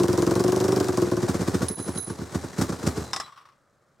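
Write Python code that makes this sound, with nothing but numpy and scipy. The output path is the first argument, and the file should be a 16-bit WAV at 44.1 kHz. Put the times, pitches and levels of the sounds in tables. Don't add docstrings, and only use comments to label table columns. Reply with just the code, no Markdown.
import sys
import numpy as np
from scipy import signal
from scipy.fft import rfft, irfft
from scipy.io import wavfile

SR = 44100
rng = np.random.default_rng(int(sys.argv[2]) if len(sys.argv) > 2 else 0)


def to_wav(s):
    ch = np.atleast_2d(s).T
    pcm = np.round(np.clip(ch, -1, 1) * 32767)
    wavfile.write(sys.argv[1], SR, pcm.astype(np.int16))


N = 176400
T = np.arange(N) / SR


def from_db(db):
    return 10 ** (np.asarray(db) / 20)


def unit_power(x):
    return x / np.sqrt(np.mean(x ** 2) + 1e-20)


def level(curve):
    return from_db(np.interp(T, *np.transpose(curve)))


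def gains(points, size):
    hz, db = np.transpose(points)
    bin_hz = np.arange(size // 2 + 1) * SR / size
    return from_db(np.interp(np.log(bin_hz + 1), np.log(hz), db))


def colour(x, points):
    cepstrum = irfft(np.log(unit_power(gains(points, size=4096))))
    half = len(cepstrum) // 2
    fold = np.r_[1, np.full(half - 1, 2), np.zeros(half)]
    response = irfft(np.exp(rfft(cepstrum * fold)))
    return signal.fftconvolve(x, response[None, :half], axes=1)[:, :N]


def hiss(width=0.24):
    mid, side = rng.standard_normal((2, N))
    return (mid + width * side * [[1], [-1]]) / np.hypot(1, width)


def drift(hz):
    smooth = signal.butter(2, hz, fs=SR, output="sos")
    return unit_power(signal.sosfilt(smooth, rng.standard_normal(N)))


def clicks(s, db):
    return np.bincount(np.clip(s * SR, 0, N - 1).astype(int), from_db(db), N)


def bursts(s, db, rise_s, fall_s):
    power = clicks(s, 2 * db) + 1e-18
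    before = signal.lfilter([1], [1, -np.exp(-2 / (rise_s * SR))], power[::-1])[::-1]
    after = signal.lfilter([1], [1, -np.exp(-2 / (fall_s * SR))], power)
    return np.sqrt(before + after - power)


def ring(x, hz, ring_s):
    decay, turn = from_db(-60 / (ring_s * SR)), 2 * np.pi * hz / SR
    return signal.lfilter([0, decay * np.sin(turn)], [1, -2 * decay * np.cos(turn), decay ** 2], x + 1e-18)


def grains(per_s=700, spread_db=2):
    sizes_db = spread_db * np.minimum(rng.exponential(1, N), 4)
    hit = rng.random(N) < per_s / SR
    return unit_power(bursts(T[hit], sizes_db[hit], rise_s=0.0006, fall_s=0.0045) * hiss())


# pitch_hz, level_db
AIR_COLOUR = [(25, -16.5), (70, -12), (130, -1.5), (250, -16.5), (400, -16.5), (570, -3.5), (900, -19.5),
              (1250, -7), (2600, -28), (15000, -42)]
def quiet_air():
    return from_db(-68) * colour(hiss(), AIR_COLOUR)


# pitch_hz, level_db
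ROOM_TONE = [(100, -22), (400, -3.5), (1200, -4), (5000, -9.5), (12000, 9)]
def room_echo(x, ring_s=0.2):
    tail = (rng.standard_normal((2, N)) * from_db(-60 * T / ring_s))[:, :SR // 2]
    tail /= np.sqrt(np.sum(tail ** 2) / 2)
    return from_db(-4.5) * colour(signal.fftconvolve(x, tail, axes=1)[:, :N], ROOM_TONE)


# pitch_hz, left_minus_right_db
BALANCE = [(60, -1), (130, -3), (300, -0.5), (700, 3), (1400, 0.5), (2800, 6), (5500, -0.6), (12000, -1.5)]
def lean_sideways(x):
    left = np.sqrt(gains(BALANCE, size=N))
    return irfft(rfft(x) * np.array([left, 1 / left]), N)


# time_s, level_db
STEEL_LOUDNESS = [(2.05, -64), (2.9, -59.5), (3.1, -56), (3.26, -55), (3.33, -94.5)]
def steel_ring():
    return level(STEEL_LOUDNESS) * unit_power(ring(rng.standard_normal(N), hz=4000, ring_s=0.046))


# time_s, level_db
RATTLE_LOUDNESS = [(0, -34.5), (.8, -34), (1.1, -36.5), (1.65, -38), (1.75, -44), (1.95, -41),
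                   (2.05, -46.5), (2.28, -43), (2.42, -40.5), (2.55, -41), (2.66, -40.5), (2.75, -37.5),
                   (2.8, -40), (3.02, -37), (3.12, -43.5), (3.24, -54.5), (3.34, -72), (3.6, -71)]
# pitch_hz, level_db
RATTLE_COLOUR = [(40, -70), (80, -3.5), (130, -1), (250, -5), (380, -3.5), (550, -9.5), (800, -9),
                 (1200, -12.5), (1800, -16.5), (2800, -27), (4100, -22.5), (5500, -21), (8000, -22.5),
                 (11000, -32.5), (15500, -44)]
def rattle():
    return colour(level(RATTLE_LOUDNESS) * grains(), RATTLE_COLOUR)


TICK_LEAD_S = 0.0025
# pitch_hz, level_db
TICK_COLOUR = [(100, -45.5), (700, -16.5), (2200, -5.5), (3500, -6), (5500, 1.5), (8200, -4.5),
               (11000, -11.5), (15500, -18)]
def metal_tick(noise):
    return colour(noise, TICK_COLOUR)


# start_s, level_db
GEAR_KNOCKS = [(1.5495, -36), (2.584, -33), (2.613, -26), (2.8674, -28)]
def gear_knocks(gap_s=0.0034):
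    ticks = [(s + k * gap_s * rng.uniform(0.83, 1.3), db) for s, db in GEAR_KNOCKS for k in range(4)]
    return metal_tick(bursts(*np.transpose(ticks), rise_s=0.0002, fall_s=0.001) * hiss())


# time_s, level_db
SQUEAL_LOUDNESS = [(1.682, -94), (1.685, -31), (1.72, -52), (1.745, -57), (1.762, -38.5), (1.778, -50),
                   (1.84, -39), (1.875, -52.5), (1.945, -54.5), (1.972, -41), (1.981, -31.5), (2.03, -43.5),
                   (2.095, -53.5), (2.16, -88), (2.22, -100)]
# pitch_hz, level_db
SQUEAL_NOTES = [(3984, -16), (6385, -16.5), (10293, 6.5), (14180, -26)]
# start_s, level_db
PING_HITS = [(1.684, -30), (1.975, -32.5)]
# pitch_hz, level_db
PING_COLOUR = [(2500, -14.5), (4100, 0.5), (5500, -9), (8500, -9.5), (10300, -4), (11500, -20),
               (15000, -20.5)]
def squeal(wobble_hz=4.2, flutter_db=3, right_db=9):
    tone = 0
    for hz, db in SQUEAL_NOTES:
        gain = from_db(db + flutter_db * drift(45))
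        cycles = np.cumsum(hz + wobble_hz * drift(40)) / SR
        tone += np.sqrt(2) * gain * np.sin(2 * np.pi * cycles)
    sounding = (T > SQUEAL_LOUDNESS[0][0]) & (T < SQUEAL_LOUDNESS[-1][0])
    pings = colour(bursts(*np.transpose(PING_HITS), rise_s=0.0002, fall_s=0.003) * hiss(), PING_COLOUR)
    return (tone * level(SQUEAL_LOUDNESS) * sounding + pings) * from_db([[-right_db / 2], [right_db / 2]])


# start_s, level_db
CHATTER_TAPS = [(3.199, -25.5), (3.261, -36), (3.279, -40), (3.322, -40.5), (3.361, -42), (3.375, -38.5),
                (3.411, -44.5), (3.454, -43), (3.487, -48), (3.523, -52.5), (3.568, -64), (3.613, -77.5)]
# pitch_hz, level_db
TAP_COLOUR = [(400, -30), (850, -10), (1150, 4), (1500, -11), (2500, -19), (3500, -19), (4700, -22),
              (5700, -19.5), (6700, -33.5), (7800, -28.5), (9000, -32.5), (15000, -44)]
def chatter():
    s, db = np.transpose(CHATTER_TAPS)
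    return colour(bursts(s, db - 6.5, rise_s=0.00036, fall_s=0.025) * hiss(), TAP_COLOUR)


# start_s, level_db
CLACK_HITS = [(1.684, -20), (3.1325, -3), (3.1626, -5.5), (3.2004, -8)]
# pitch_hz, level_db, ring_s
METAL_NOTES = [(780, -32.5, 0.1), (1063, -29, .14), (1125, -35.5, 0.28), (1246, -35, 0.28),
               (1960, -38.5, .18), (3300, -52.5, 0.55), (3634, -49, .6), (3710, -29.5, 0.037),
               (4823, -41.5, 0.22), (5230, -20, 0.05), (5400, -31.5, .056), (5620, -49, .6),
               (7500, -28, 0.021), (7704, -50, .4)]
# pitch_hz, level_db
CRACK_COLOUR = [(300, -32), (700, 1.5), (1100, 1), (1600, -0.5), (2500, -10.5), (3600, -8.5), (4400, -8.5),
                (5400, -2), (7500, -11.5), (10000, -16), (15000, -48)]
def clacks():
    s, db = np.transpose(CLACK_HITS)
    rings = sum(ring(clicks(s, db + note_db + rng.normal(0, 2.0, len(s))), hz, ring_s)
                for hz, note_db, ring_s in METAL_NOTES)
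    return rings + colour(bursts(s, db - 20, rise_s=0.00019, fall_s=0.0086) * hiss(), CRACK_COLOUR)


# time_s, level_db
COASTING_CHUFFS = [(1.232, -13.5), (1.29, -9), (1.347, -11), (1.396, -16), (1.413, -11.5), (1.479, -10),
                   (1.536, -17), (1.547, -10), (1.609, -17.5), (1.625, -9.5), (1.703, -19.5),
                   (1.776, -25.5), (1.794, -18.5), (1.865, -25.5), (1.886, -15.5), (1.957, -21.5),
                   (1.976, -20), (2.074, -23.5), (2.102, -16.5), (2.189, -22), (2.215, -19), (2.351, -12),
                   (2.442, -20), (2.585, -10), (2.601, -23.5), (2.615, -8), (2.633, -26.5), (2.696, -15),
                   (2.726, -18), (2.834, -15.5), (2.855, -22), (2.869, -8), (2.888, -21.5), (2.974, -14),
                   (3.012, -22)]
# pitch_hz, level_db
RUSH_COLOUR = [(45, -7), (100, -8), (400, 10), (750, -0.5), (1250, -0.5), (1800, -8), (2700, -19.5),
               (5500, -13), (8500, -16), (15000, -35)]
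def chuffs():
    s, db = np.transpose(COASTING_CHUFFS)
    knock = bursts(s - TICK_LEAD_S, 1.73 * db - 20, rise_s=0.001, fall_s=0.019) * hiss()
    rush = bursts(s, 0.96 * db - 16.5, rise_s=0.0082, fall_s=0.02) * grains()
    return metal_tick(knock) + colour(rush, RUSH_COLOUR)


# time_s, firings_per_s
FIRING_RATE = [(0, 19.81), (.15, 21.63), (.35, 23.12), (.55, 24.88), (.65, 25.04), (.82, 25.04)]
# start_s, level_db, afterpuff_db, tick_db
LAST_FIRINGS = [(.847, -5.5, -4, -2), (0.8874, 1.5, -18.5, -0.5), (0.9329, -5.5, -13, -8),
                (.976, 2.5, -10.5, 1.5), (1.022, 2, -7.5, 0), (1.07, -5, -5, -12), (1.1173, 1, -2, -5),
                (1.171, -1.5, -5, -5), (1.2235, -9, 3, -9.5)]
def firings():
    count = np.cumsum(np.interp(T, *np.transpose(FIRING_RATE))) / SR
    count -= np.interp(0.0374, T, count)
    last_count = np.interp(FIRING_RATE[-1][0], T, count)
    times = np.interp(np.arange(-1, last_count), count, T)
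    strong, weak = (2.5, -3, 0), (2, -11.5, 0)
    running = [(s, *(weak if k % 2 else strong)) for k, s in enumerate(times)]
    return np.transpose(running + LAST_FIRINGS)


def valve_ticks():
    s, _, _, db = firings()
    snap = bursts(s - TICK_LEAD_S, db - 25.5, rise_s=0.00076, fall_s=0.0011) * hiss()
    tail = bursts(s, db - 35.5, rise_s=0.0011, fall_s=0.013) * grains()
    return metal_tick(snap + tail)


# pitch_hz, level_db
BARK_COLOUR = [(45, -45), (150, -17.5), (400, -0.5), (700, -9), (1100, -8), (1600, -16), (2400, -45.5),
               (5000, -37), (15000, -62)]
def bark():
    s, db, _, _ = firings()
    return colour(bursts(s, db - 26.5, rise_s=0.00033, fall_s=0.017) * hiss(), BARK_COLOUR)


# base_pitch_hz, ring_s, fired_db, unfired_db
PIPE_NOTES = [(84, 0.22, -30, -14.5), (110, 0.073, -22.5, -8), (195.7, 0.059, -21, -4.5),
              (280, 0.12, -24.5, -12.5), (356.2, 0.077, -13, -8.5), (380.6, 0.065, -16.5, -13.5),
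              (448.7, 0.1, -37, -21), (511, 0.05, -26, -21), (577, 0.11, -34, -33.5),
              (700.5, 0.063, -31.5, -31), (962, 0.029, -39, -37), (1057, .03, -32, -31.5),
              (1160, 0.034, -39.5, -33), (1510, 0.033, -42.5, -28.5)]
# time_s, pitch_ratio
NOTE_WAVER = [(0, 0.98), (.3, 0.94), (.75, 1.084), (1.05, 0.96), (1.6, 0.999), (3, 0.91)]
def exhaust(afterpuff_s=0.0165, scatter_db=1.42, low_cut_hz=78):
    s, db, after_db, _ = firings()
    s, db = np.r_[s, s + afterpuff_s], np.r_[db, db + after_db]
    chuff_s, chuff_db = np.transpose(COASTING_CHUFFS)
    clock = np.cumsum(np.interp(T, *np.transpose(NOTE_WAVER))) / SR
    s, chuff_s = np.interp(s, T, clock), np.interp(chuff_s, T, clock)
    pipe = 0
    for k, (hz, ring_s, fired_db, unfired_db) in enumerate(PIPE_NOTES):
        fired = clicks(s, db + fired_db + rng.normal(0, scatter_db, len(s)))
        unfired = clicks(chuff_s, chuff_db + unfired_db + rng.normal(0, scatter_db, len(chuff_s)))
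        pipe += (-1) ** k * ring(fired + unfired, hz, ring_s)
    low_cut = signal.butter(3, low_cut_hz, "high", fs=SR, output="sos")
    return signal.sosfilt(low_cut, np.interp(clock, T, pipe))


def scene():
    engine = exhaust() + valve_ticks() + bark() + chuffs()
    metal = rattle() + clacks() + chatter() + gear_knocks() + steel_ring()
    close = lean_sideways(engine + metal) + squeal()
    return close + room_echo(close) + quiet_air()


def record(dry, cutoff_hz=15800):
    return signal.sosfilt(signal.ellip(10, .2, 80, cutoff_hz, fs=SR, output="sos"), dry)


dry = scene()
out = record(dry)
to_wav(out)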